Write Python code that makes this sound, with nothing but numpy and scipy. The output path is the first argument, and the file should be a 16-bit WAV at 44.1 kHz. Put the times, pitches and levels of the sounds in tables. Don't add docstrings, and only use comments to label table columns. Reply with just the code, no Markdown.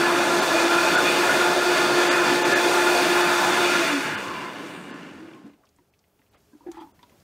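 import sys
import numpy as np
from scipy import signal
from scipy.fft import rfft, irfft, next_fast_len
from scipy.io import wavfile
from scipy.ndimage import uniform_filter1d

SR = 44100
rng = np.random.default_rng(int(sys.argv[2]) if len(sys.argv) > 2 else 0)


def output_pcm(signal):
    pcm = np.clip(np.atleast_2d(signal).T, -1, 1) * 32767
    wavfile.write(sys.argv[1], SR, np.round(pcm).astype(np.int16))


def field_ratio(decibels):
    return 10 ** (np.asarray(decibels, dtype=float) / 20)


N = 318837
T = np.arange(N) / SR
FULL_TURNS = 352


def rms_one(x):
    return x / np.sqrt(np.mean(x ** 2) + 1e-20)


def drift(rate):
    r = np.exp(-40 * np.pi * rate / SR)
    slow = signal.lfilter([1], [1, -2 * r, r * r], rng.standard_normal(N // 20 + 4002))[4000:]
    return np.interp(np.arange(N) / 20, np.arange(len(slow)), rms_one(slow - slow.mean()))


def flutter(db, rate):
    r = np.exp(-64 * np.pi * rate / SR)
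    slow = signal.lfilter([1], [1, -2 * r, r * r], rng.standard_normal(N // 32 + 3002))[3000:]
    return np.interp(T * SR / 32, np.arange(len(slow)), field_ratio(db * rms_one(slow - slow.mean())))


def resonance(x, hz, width):
    r = np.exp(-np.pi * width / SR)
    poles = [1, -2 * r * np.cos(2 * np.pi * hz / SR), r * r]
    return signal.lfilter([(1 - r * r) / 2, 0, (r * r - 1) / 2], poles, x + 1e-18)


def butter(x, order, hz, kind):
    return signal.sosfilt(signal.butter(order, hz, kind, fs=SR, output="sos"), x)


def coloured(spectrum, patchy_db):
    size = next_fast_len(N)
    hz = np.maximum(np.arange(size // 2 + 1) * SR / size, 1)
    point_hz, point_db = np.transpose(spectrum)
    shape = field_ratio(np.interp(np.log(hz), np.log(point_hz), point_db))
    shaped = rfft(rng.standard_normal(size)) * shape
    octave, out = np.clip(np.log2(hz / 60), 0, 8), 0
    for k in range(9):
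        patch = np.sqrt(np.clip(1 - abs(octave - k), 0, 1))
        out = out + irfft(shaped * patch, size)[:N] * flutter(patchy_db, 1.93)
    return rms_one(out)


def shaft():
    # time in seconds, turns per second, hum in dB.
    running = [(0.0, 349.5, -26), (0.15, 346, -27.5), (0.5, 345, -30), (0.57, 333, -26.5), (0.68, 344, -25),
               (1.05, 352.5, -29), (1.5, 353, -28), (1.9, 353.3, -25), (2.25, 352.6, -26.5),
               (3.15, 353.5, -25), (3.45, 352.5, -29), (3.6, 355, -25), (3.72, 350.8, -30),
               (3.81, 342, -27), (3.865, 314, -41), (3.91, 295, -31), (3.98, 276, -27.5), (4.02, 268, -47)]
    drag_s, friction_turns = .66, 6
    feet_turns, feet_width, feet_db = 207, 14, 11
    hum_law = 1.9
    s, turns, hum_db = np.transpose(running)
    off_s, off_turns = s[-1], turns[-1]
    turns, hum_db = np.interp(T, s, turns), np.interp(T, s, hum_db)
    free = (off_turns + friction_turns) * np.exp(-np.maximum(T - off_s, 0) / drag_s) - friction_turns
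    turns = np.where(T > off_s, np.maximum(free, 2), turns)
    fading_db = hum_law * 20 * np.log10(turns / off_turns)
    fading_db += feet_db * np.exp(-((turns - feet_turns) / feet_width) ** 2)
    return turns, hum_db + (T > off_s) * fading_db


def hum(turns, hum_db):
    # multiple of the shaft speed, level in dB.
    orders = [(2, -9), (3, -12.5), (4, -10), (5, -15), (6, -22), (7, -16.5), (9, -19.5), (10, -17),
              (13, -28.5)]
    phase = 2 * np.pi * np.cumsum(turns * (1 + .004 * drift(25.4))) / SR
    crossing = 1 + .4 * np.exp(-((turns - 285) / 15) ** 2)
    out = np.sin(phase) * flutter(0.73, 31) * crossing
    for order, order_db in orders:
        strength = field_ratio(order_db) * (turns / FULL_TURNS) ** 3.3 * flutter(2.5, 6.6)
        out += strength * np.sin(order * (phase + 0.0095 * drift(30)) + rng.uniform(0, 8.64))
    return np.sqrt(2) * field_ratio(hum_db - 0.3) * out


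def churn(turns):
    # time in seconds, roar change in dB, length in seconds.
    gulps = [(0.0, 0, .03), (0.403, 0.5, 0.068), (0.6, 1, 0.097), (1.05, 1, 0.28), (1.647, -1, 0.12),
             (1.787, 1, .04), (2.32, 0, 0.032), (2.405, -3, 0.03), (2.627, -0.5, 0.034), (2.765, 0.5, .06),
             (3.695, 0.5, 0.036), (3.903, 0, 0.025), (3.98, -2, 0.042), (4.202, -2.5, 0.17),
             (5.084, 4.5, 0.31), (5.426, -4.5, 0.038), (5.455, -0.5, .02)]
    # time in seconds, change in dB, length in seconds.
    splashes = [
        (.65, -1, .15),
        (1.15, 0.5, 0.14),
        (2.22, -2.5, 0.11),
        (2.65, 0, 0.036),
        (3.05, 0.5, 0.087),
        (3.37, 2, 0.082),
        (4.45, -2, .1),
        (4.8, 7.5, 0.15),
    ]
    rest_s, rest_db_per_s = 5.47, 146

    def swells_db(rows):
        return sum(db * np.exp(-((T - s) / length) ** 2) for s, db, length in rows)

    speed_db = 20 * np.log10(turns / FULL_TURNS)
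    gulp_db = swells_db(gulps)
    rest_db = -rest_db_per_s * np.maximum(T - rest_s, 0)
    wander_db = 3 * drift(3.2) * turns / FULL_TURNS
    wobble_db = -np.exp(-np.log(turns / 45) ** 2 / 0.15)
    roar_db = -21 + 1.68 * speed_db + gulp_db + rest_db
    spray_db = -31 + 2.21 * speed_db + 0.87 * gulp_db + swells_db(splashes) + rest_db
    rumble_db = -34.5 + 0.64 * speed_db + wander_db + wobble_db + 0.62 * gulp_db + rest_db
    return roar_db, spray_db, rumble_db


def slurry(turns, roar_db, spray_db):
    # frequency in Hz, level in dB per Hz.
    turbulence = [(20, -42), (55, -35), (76, -31), (107, -23), (291, -16), (346, -2.5), (420, -4.5),
                  (1170, -8.5), (1410, -6), (1960, -8), (2470, -13), (6000, -35.5), (7800, -54.5),
                  (13200, -120)]
    # frequency in Hz, level in dB per Hz.
    spray = [(1800, -36), (3000, -14), (3550, 0), (4600, -7.5), (6500, -7.5), (9500, -11.5), (10100, -20.5),
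             (10600, -17), (12500, -18), (12950, -25.5), (13500, -22), (14400, -20), (15250, -20.5),
             (15450, -20.5), (16000, -26.5)]
    # frequency in Hz, width in Hz, dB over the roar at full speed, dB when coasting.
    jar = [(285, 68, 9, 12.5), (350, 37, 4, -3), (507, 65.5, 1, 2.5), (558.3, 20, 1.5, -2.5),
           (639, 40, 1, 0), (700, 140, 2.5, -8), (875.5, 22, 15.5, 9.5), (991, 35, 8.5, 7.5),
           (1070, 190, -3.5, 4.5), (1063, 25, 0.5, 8.5), (1225, 45, 4.5, -2), (1407, 62, 8, 0),
           (1510, 240, -1.5, 3.5), (1717, 58, 8, 8), (2100, 70, 2.5, 5.5), (2343, 47, -0.5, 10),
           (2453, 99, 6, -3), (2545, 93, 7.5, -5), (2815, 250, 5.5, 12), (3400, 110, 8, 5),
           (3550, 70, 14, 6), (4516, 290, 16.5, 9.5), (3675, 50, 7.5, 0), (1970, 31, -2, -1),
           (7000, 120, 8, 3.5), (7840, 120, 9.5, -4.5)]
    slap_db, buzz_db = 1.5, .8
    surge = flutter(0.44, 5)
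    fast = np.clip(turns / 200 - .7, 0, 1)
    slow = np.clip((98 - turns) / 46, 0, 1)

    hits = rng.random(N) < 900 / SR
    chips = hits * field_ratio(2.6 * np.minimum(rng.exponential(1, N), 5)) * rng.choice([-1, 1], N)
    push = coloured(turbulence, patchy_db=-2.0) + field_ratio(-10) * resonance(rms_one(chips), 2200, 3000)
    roar = push.copy()
    for hz, width, fast_db, slow_db in jar:
        gain = fast * field_ratio(fast_db) + (1 - fast) * field_ratio(slow_db)
        roar += gain * flutter(1.5, 11) * resonance(push, hz, width)
    roar = roar / np.sqrt(uniform_filter1d(roar ** 2, size=SR // 5))

    hiss = coloured(spray, patchy_db=-1.0)
    hiss = (1 - slow) * hiss + slow * 1.45 * butter(hiss, 8, 9000, "low")
    roar = (1 - slow) * roar + slow * butter(roar, 4, 7000, "low")
    turn_phase = 2 * np.pi * np.cumsum(turns) / SR
    surge = surge * field_ratio(slap_db * (1 - fast) * np.cos(turn_phase) + buzz_db * np.cos(2 * turn_phase))
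    return surge * (field_ratio(roar_db) * rms_one(roar) + field_ratio(spray_db) * hiss)


def lumps():
    # time in seconds, frequency in Hz, width in Hz, rms in dB, length in seconds.
    flares = [(0.063, 1720, 59.6, -27, 0.024), (0.565, 644, 40.7, -26, 0.094),
              (0.576, 2470, 140, -28, 0.054), (0.76, 1400, 50.5, -21, 0.058), (1.1, 2450, 89.3, -27, .05),
              (0.981, 1450, 130, -17, 0.0312), (1.297, 1434, 60, -25, 0.066), (2.563, 1725, 81, -22, 0.06),
              (2.9, 1431, 61, -23.5, 0.045), (4.121, 1580, 350, -32.5, 0.11),
              (4.08, 135, 29.7, -41.5, 0.054), (4.3, 1100, 200, -34.5, 0.08), (4.4, 1005, 84, -38, 0.16),
              (4.45, 1350, 150, -45, 0.044), (4.15, 114, 30, -46, .05), (4.33, 110, 40, -50, .12),
              (5.2, 96, 20, -59, 0.11), (6.675, 560, 230, -53, 0.033), (6.355, 540, 400, -63, .03),
              (1.43, 1420, 50, -24, .07), (1.74, 1410, 40, -30.5, .1), (.85, 2480, 150, -31, .15),
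              (2.09, 875, 40, -28, .04), (5.81, 330, 150, -65, .04), (3.85, 660, 63, -33, 0.16),
              (4.1, 865, 40, -38, .1), (6.75, 52, 40, -63, 0.16), (6.8, 4750, 200, -64, .02),
              (6.815, 3300, 350, -60, .03), (6.682, 1660, 360, -58, .025), (6.535, 1620, 100, -67, 0.016),
              (4.934, 268, 64, -40.5, 0.064), (5.396, 1065, 28, -57.5, 0.1),
              (5.621, 660, 400, -67.5, 0.091), (4.8, 180, 23, -47, .06), (5.05, 177, 24, -50, .1),
              (6.36, 1500, 2500, -66, .04), (6.771, 1900, 1200, -59, 0.029), (6.82, 1800, 1200, -64, 0.036)]
    out, white = np.zeros(N), rng.standard_normal((len(flares), SR // 2))
    for (s, hz, width, db, length), noise in zip(flares, white):
        part = slice(max(round(s * SR) - SR // 4, 0), round(s * SR) + SR // 4)
        swell = field_ratio(db) * np.exp(-2 * ((T[part] - s) / length) ** 2)
        note = resonance(resonance(noise, hz, width), hz, width)[-len(swell):]
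        out[part] += swell * note * np.sqrt(np.sum(swell ** 2) / np.sum((swell * note) ** 2))
    return out


def base(turns, rumble_db):
    # frequency in Hz, width in Hz, level in dB.
    base_notes = [(162, 130, 0.5), (244, 51, -4.5), (285, 9.6, 8), (335, 55, -17)]
    each_turn = np.diff(np.floor(np.cumsum(turns) / SR), prepend=0)
    knocks = each_turn * field_ratio(1.8 * rng.standard_normal(N)) * np.sqrt(SR / turns)
    knocks = butter(knocks, 2, [150, 700], "band")
    share = np.clip(1.1 - turns / 120, 0, .6)
    push = share * knocks + (1 - 0.12 * share) * rng.standard_normal(N)
    body = sum(field_ratio(db) * resonance(push, hz, width) for hz, width, db in base_notes)
    body = butter(body, 4, 150, "high")
    return field_ratio(rumble_db) * rms_one(body)


def thuds():
    # time in seconds, base note in dB, its Hz, hollow note in dB, its Hz.
    blows = [(5.026, -34, 287, -65, 600), (5.061, -30, 270, -55, 1000), (5.161, -30, 290, -65, 600),
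             (5.199, -29, 310, -60, 600), (5.222, -29, 334, -60, 600), (5.245, -30, 292, -65, 600),
             (5.275, -29, 320, -65, 900), (5.328, -33, 322, -62, 1050), (5.385, -37, 300, -65, 1050),
             (5.443, -28.5, 226, -58.5, 1070), (5.459, -32, 280, -60, 700), (5.533, -51, 294, -61, 1060),
             (5.634, -68.5, 281, -57, 1054), (5.786, -52, 285, -59, 960), (6.194, -55, 269, -66.5, 883),
             (6.338, -59, 288, -59, 806), (6.531, -39, 278, -63, 1000), (6.548, -34, 296, -66, 900),
             (6.607, -45, 300, -50, 940), (6.663, -23, 350, -56, 785), (6.671, -50, 350, -46, 800),
             (6.685, -22, 333, -42.5, 766), (6.714, -34, 335, -50, 900), (6.742, -35, 320, -50, 835),
             (6.77, -35, 335, -37, 874), (6.782, -36, 335, -38, 894), (6.81, -29, 324, -43, 1004),
             (6.82, -53, 322, -37.5, 863), (6.836, -38, 284, -47, 845), (6.852, -52, 300, -50, 870),
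             (6.872, -46, 300, -54, 935), (6.89, -54, 290, -56, 950), (6.628, -52, 300, -57, 1000),
             (6.79, -45, 335, -42, 882), (6.991, -56, 234, -55, 1000), (7.03, -49, 258, -46.5, 970),
             (7.118, -53, 223, -60.5, 1000)]
    base_t60_s, hollow_t60_s = .07, .075
    out, t = np.zeros(N), T[:SR // 4]
    for s, db, hz, hollow_db, hollow_hz in blows:
        low = field_ratio(db + 3) * (1 - np.exp(-t / .007)) * np.sin(2 * np.pi * hz * t)
        hollow = np.sin(2 * np.pi * hollow_hz * t) + 0.31 * np.sin(2 * np.pi * 1.09 * hollow_hz * t)
        hollow = field_ratio(hollow_db + 3.5) * (1 - np.exp(-t / 0.0011)) * hollow
        blow = low * field_ratio(-60 * t / base_t60_s) + hollow * field_ratio(-60 * t / hollow_t60_s)
        at = round(s * SR)
        out[at:at + len(t)] += blow[:N - at]
    return out * flutter(1.2, 60)


def ticks():
    # time in seconds, peak in dB, centre in Hz.
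    taps = [(4.972, -54, 5500), (5.073, -51, 6000), (5.1384, -58, 8000), (5.198, -58, 7500),
            (5.263, -63, 5000), (5.283, -60, 7500), (5.3025, -57, 3800), (5.347, -57, 7840),
            (5.465, -59, 9500), (5.466, -53, 3600), (5.335, -43, 2270), (5.381, -60, 2100),
            (5.478, -57, 7000), (5.535, -56, 2520), (5.6357, -52, 1200), (5.654, -55, 4330),
            (5.668, -58, 2600), (5.69, -53, 5500), (5.763, -52, 7320), (5.786, -57, 1600),
            (5.786, -63, 2800), (5.9376, -54.5, 2300), (5.991, -53, 4640), (6.0403, -57, 2100),
            (6.1915, -57, 2100), (6.2174, -55, 1900), (6.2643, -59, 2500), (6.336, -56, 3000),
            (6.345, -52, 1200), (6.405, -58, 4970), (6.668, -50, 1700), (6.686, -54, 1700),
            (6.675, -58, 3000), (6.725, -56, 7000), (6.757, -58, 3000), (6.818, -56, 3300),
            (6.82, -52, 1300), (6.7165, -38, 6500), (6.7165, -44, 3800), (6.716, -49, 11000),
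            (6.7165, -50, 14500), (6.716, -51, 2200), (6.991, -52, 1800), (7.0295, -42.5, 3400),
            (7.0295, -51, 1500), (6.991, -57, 3500), (7.0953, -51, 2300), (7.097, -52, 5950),
            (7.118, -61, 2000), (7.201, -51, 4220)]
    out, t = np.zeros(N), T[:SR // 4]
    white = rng.standard_normal((len(taps), len(t)))
    for (s, db, hz), noise in zip(taps, white):
        t60 = 0.06 * (2000 / hz) ** 0.5
        burst = noise * (field_ratio(-60 * t / max(t60, .005)) + 0.83 * np.exp(-t / 0.00043))
        burst[0] += 6
        burst = resonance(resonance(burst, hz, .55 * hz), hz, .8 * hz)
        at = round(s * SR)
        out[at:at + len(t)] += (field_ratio(db) * burst / abs(burst).max())[:N - at]
    return out


def slide():
    # frequency in Hz, width in Hz, level in dB.
    rim = [(856, 130, 11.5), (1240, 190, 20), (1700, 170, 10), (2076, 220, -7), (3200, 400, -2),
           (4640, 260, -14.5)]
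    start_s, grow_s = 6.712, .105
    start_db, grow_db, fall_db_per_s = -60.5, 5, 276
    slips = (rng.random(N) < 5000 / SR) * rng.standard_normal(N)
    body = field_ratio(-11) * resonance(slips, 1500, 2500)
    body = body + sum(field_ratio(db) * resonance(slips, hz, width) for hz, width, db in rim)
    since = T - start_s
    growing_db = start_db + grow_db * np.minimum(since / grow_s, 1)
    falling_db = fall_db_per_s * np.maximum(since - grow_s, 0)
    slide_db = np.where(since < 0, start_db - 15 + 120 * since, growing_db - falling_db)
    return field_ratio(slide_db + 3) * rms_one(body)


def kitchen(x):
    t60_s, wall_cut_hz = 0.3, 5100
    size = next_fast_len(N + SR)
    w = 2 * np.pi * np.arange(size // 2 + 1) / size
    dull = 1 / np.sqrt(1 + (w * SR / (2 * np.pi * wall_cut_hz)) ** 2)
    echoes = 0
    for lag_s in rng.uniform(0.0061, 0.037, 10):
        loop = field_ratio(-60 * lag_s / t60_s) * dull * np.exp(-1j * w * lag_s * SR)
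        echoes = echoes + loop / (1 - loop)
    return irfft(rfft(x, size) * echoes, size)[:N]


def room_tone():
    # frequency in Hz, level in dB per Hz.
    air = [(15, -41.5), (25, -10), (60, -6), (87, -5), (463, -13.5), (641, -15), (695, -16), (2160, -25.5),
           (5880, -29), (6560, -28.5), (10100, -32), (16000, -28.5)]
    fridge_hz, fridge_db = 410, -11
    lift_db = 7 * np.maximum(T - 5.9, 0)
    duck_db = -14 * np.clip((5.4 - T) / 0.12 + 1, 0, 1)
    fridge = rms_one(resonance(rng.standard_normal(N), fridge_hz, 12))
    return field_ratio(-67.5 + lift_db + duck_db) * (coloured(air, patchy_db=-1.0) + field_ratio(fridge_db) * fridge)


def scene():
    turns, hum_db = shaft()
    roar_db, spray_db, rumble_db = churn(turns)
    blender = hum(turns, hum_db) + slurry(turns, roar_db, spray_db) + lumps() + base(turns, rumble_db)
    hands = thuds() + ticks() + slide()
    mono = blender + hands + field_ratio(-24) * kitchen(hands) + room_tone()
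    return np.array([mono, mono])


def thin(x, above_hz, share):
    hz, s, lines = signal.stft(x, SR, nperseg=1024)
    usual = uniform_filter1d(abs(lines), size=16, axis=-2)
    lines[(abs(lines) < share * usual) & (hz > above_hz)[:, None]] = 0
    luck = rng.random((2, 100, len(s) // 3 + 1))
    gain = field_ratio(1.5 * (2 * luck[0] - 1)) * np.where(luck[1] < .015, .3, 1)
    gain = gain[(hz / 260).astype(int)][:, np.arange(len(s)) // 3]
    lines *= np.where((hz > 2.6 * above_hz)[:, None], gain, 1)
    return signal.istft(lines, SR, nperseg=1024)[1][..., :N]


def starve(x):
    # time in seconds, lower edge in Hz, level in dB, share left in gaps 0-1.
    starved = [(.41, 4500, 0, .12), (.968, 4500, 0, .15), (2.099, 4000, 1, .1), (2.44, 4000, 0, .15),
               (2.547, 4800, 0, .2), (4.165, 5000, -3, .12), (4.927, 4800, -1, .02), (5.915, 2500, 0, .3),
               (6.302, 3000, 0, .3), (6.365, 3500, -2, .25), (6.793, 4000, -1, .2), (6.93, 1600, -3, .03)]
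    x, half = x.copy(), round(.021 * SR)
    window = np.hanning(2 * half)
    hz = np.arange(half + 1) * SR / (2 * half)
    odds = np.where(np.arange(80) < 30, .5, .12)
    for s, edge_hz, db, gap in starved:
        part = slice(round(s * SR) - half, round(s * SR) + half)
        top = rfft(x[:, part] * window ** .25) * (hz > edge_hz)
        kept = np.where(rng.random(80) < odds, 1, gap)[(hz / 300).astype(int)]
        filler = field_ratio(db + 3) * kept * abs(top) * np.exp(2j * np.pi * rng.random(top.shape))
        fade = np.minimum(window ** 1.5 * (.85 + .03 / gap), 1)
        x[:, part] += fade * irfft(filler - top, 2 * half)
    return x


def top_cut(x):
    return signal.sosfilt(signal.butter(12, 16320, fs=SR, output="sos"), x)


def record(dry):
    mono = butter(dry[0], 2, 32, "high")
    mono = thin(mono, above_hz=3500, share=.72)
    stereo = starve(np.array([mono, mono]))
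    mix = signal.sosfilt(signal.ellip(12, .5, 70, 15730, fs=SR, output="sos"), stereo)
    return top_cut(mix)


dry = scene()
out = record(dry)
output_pcm(out)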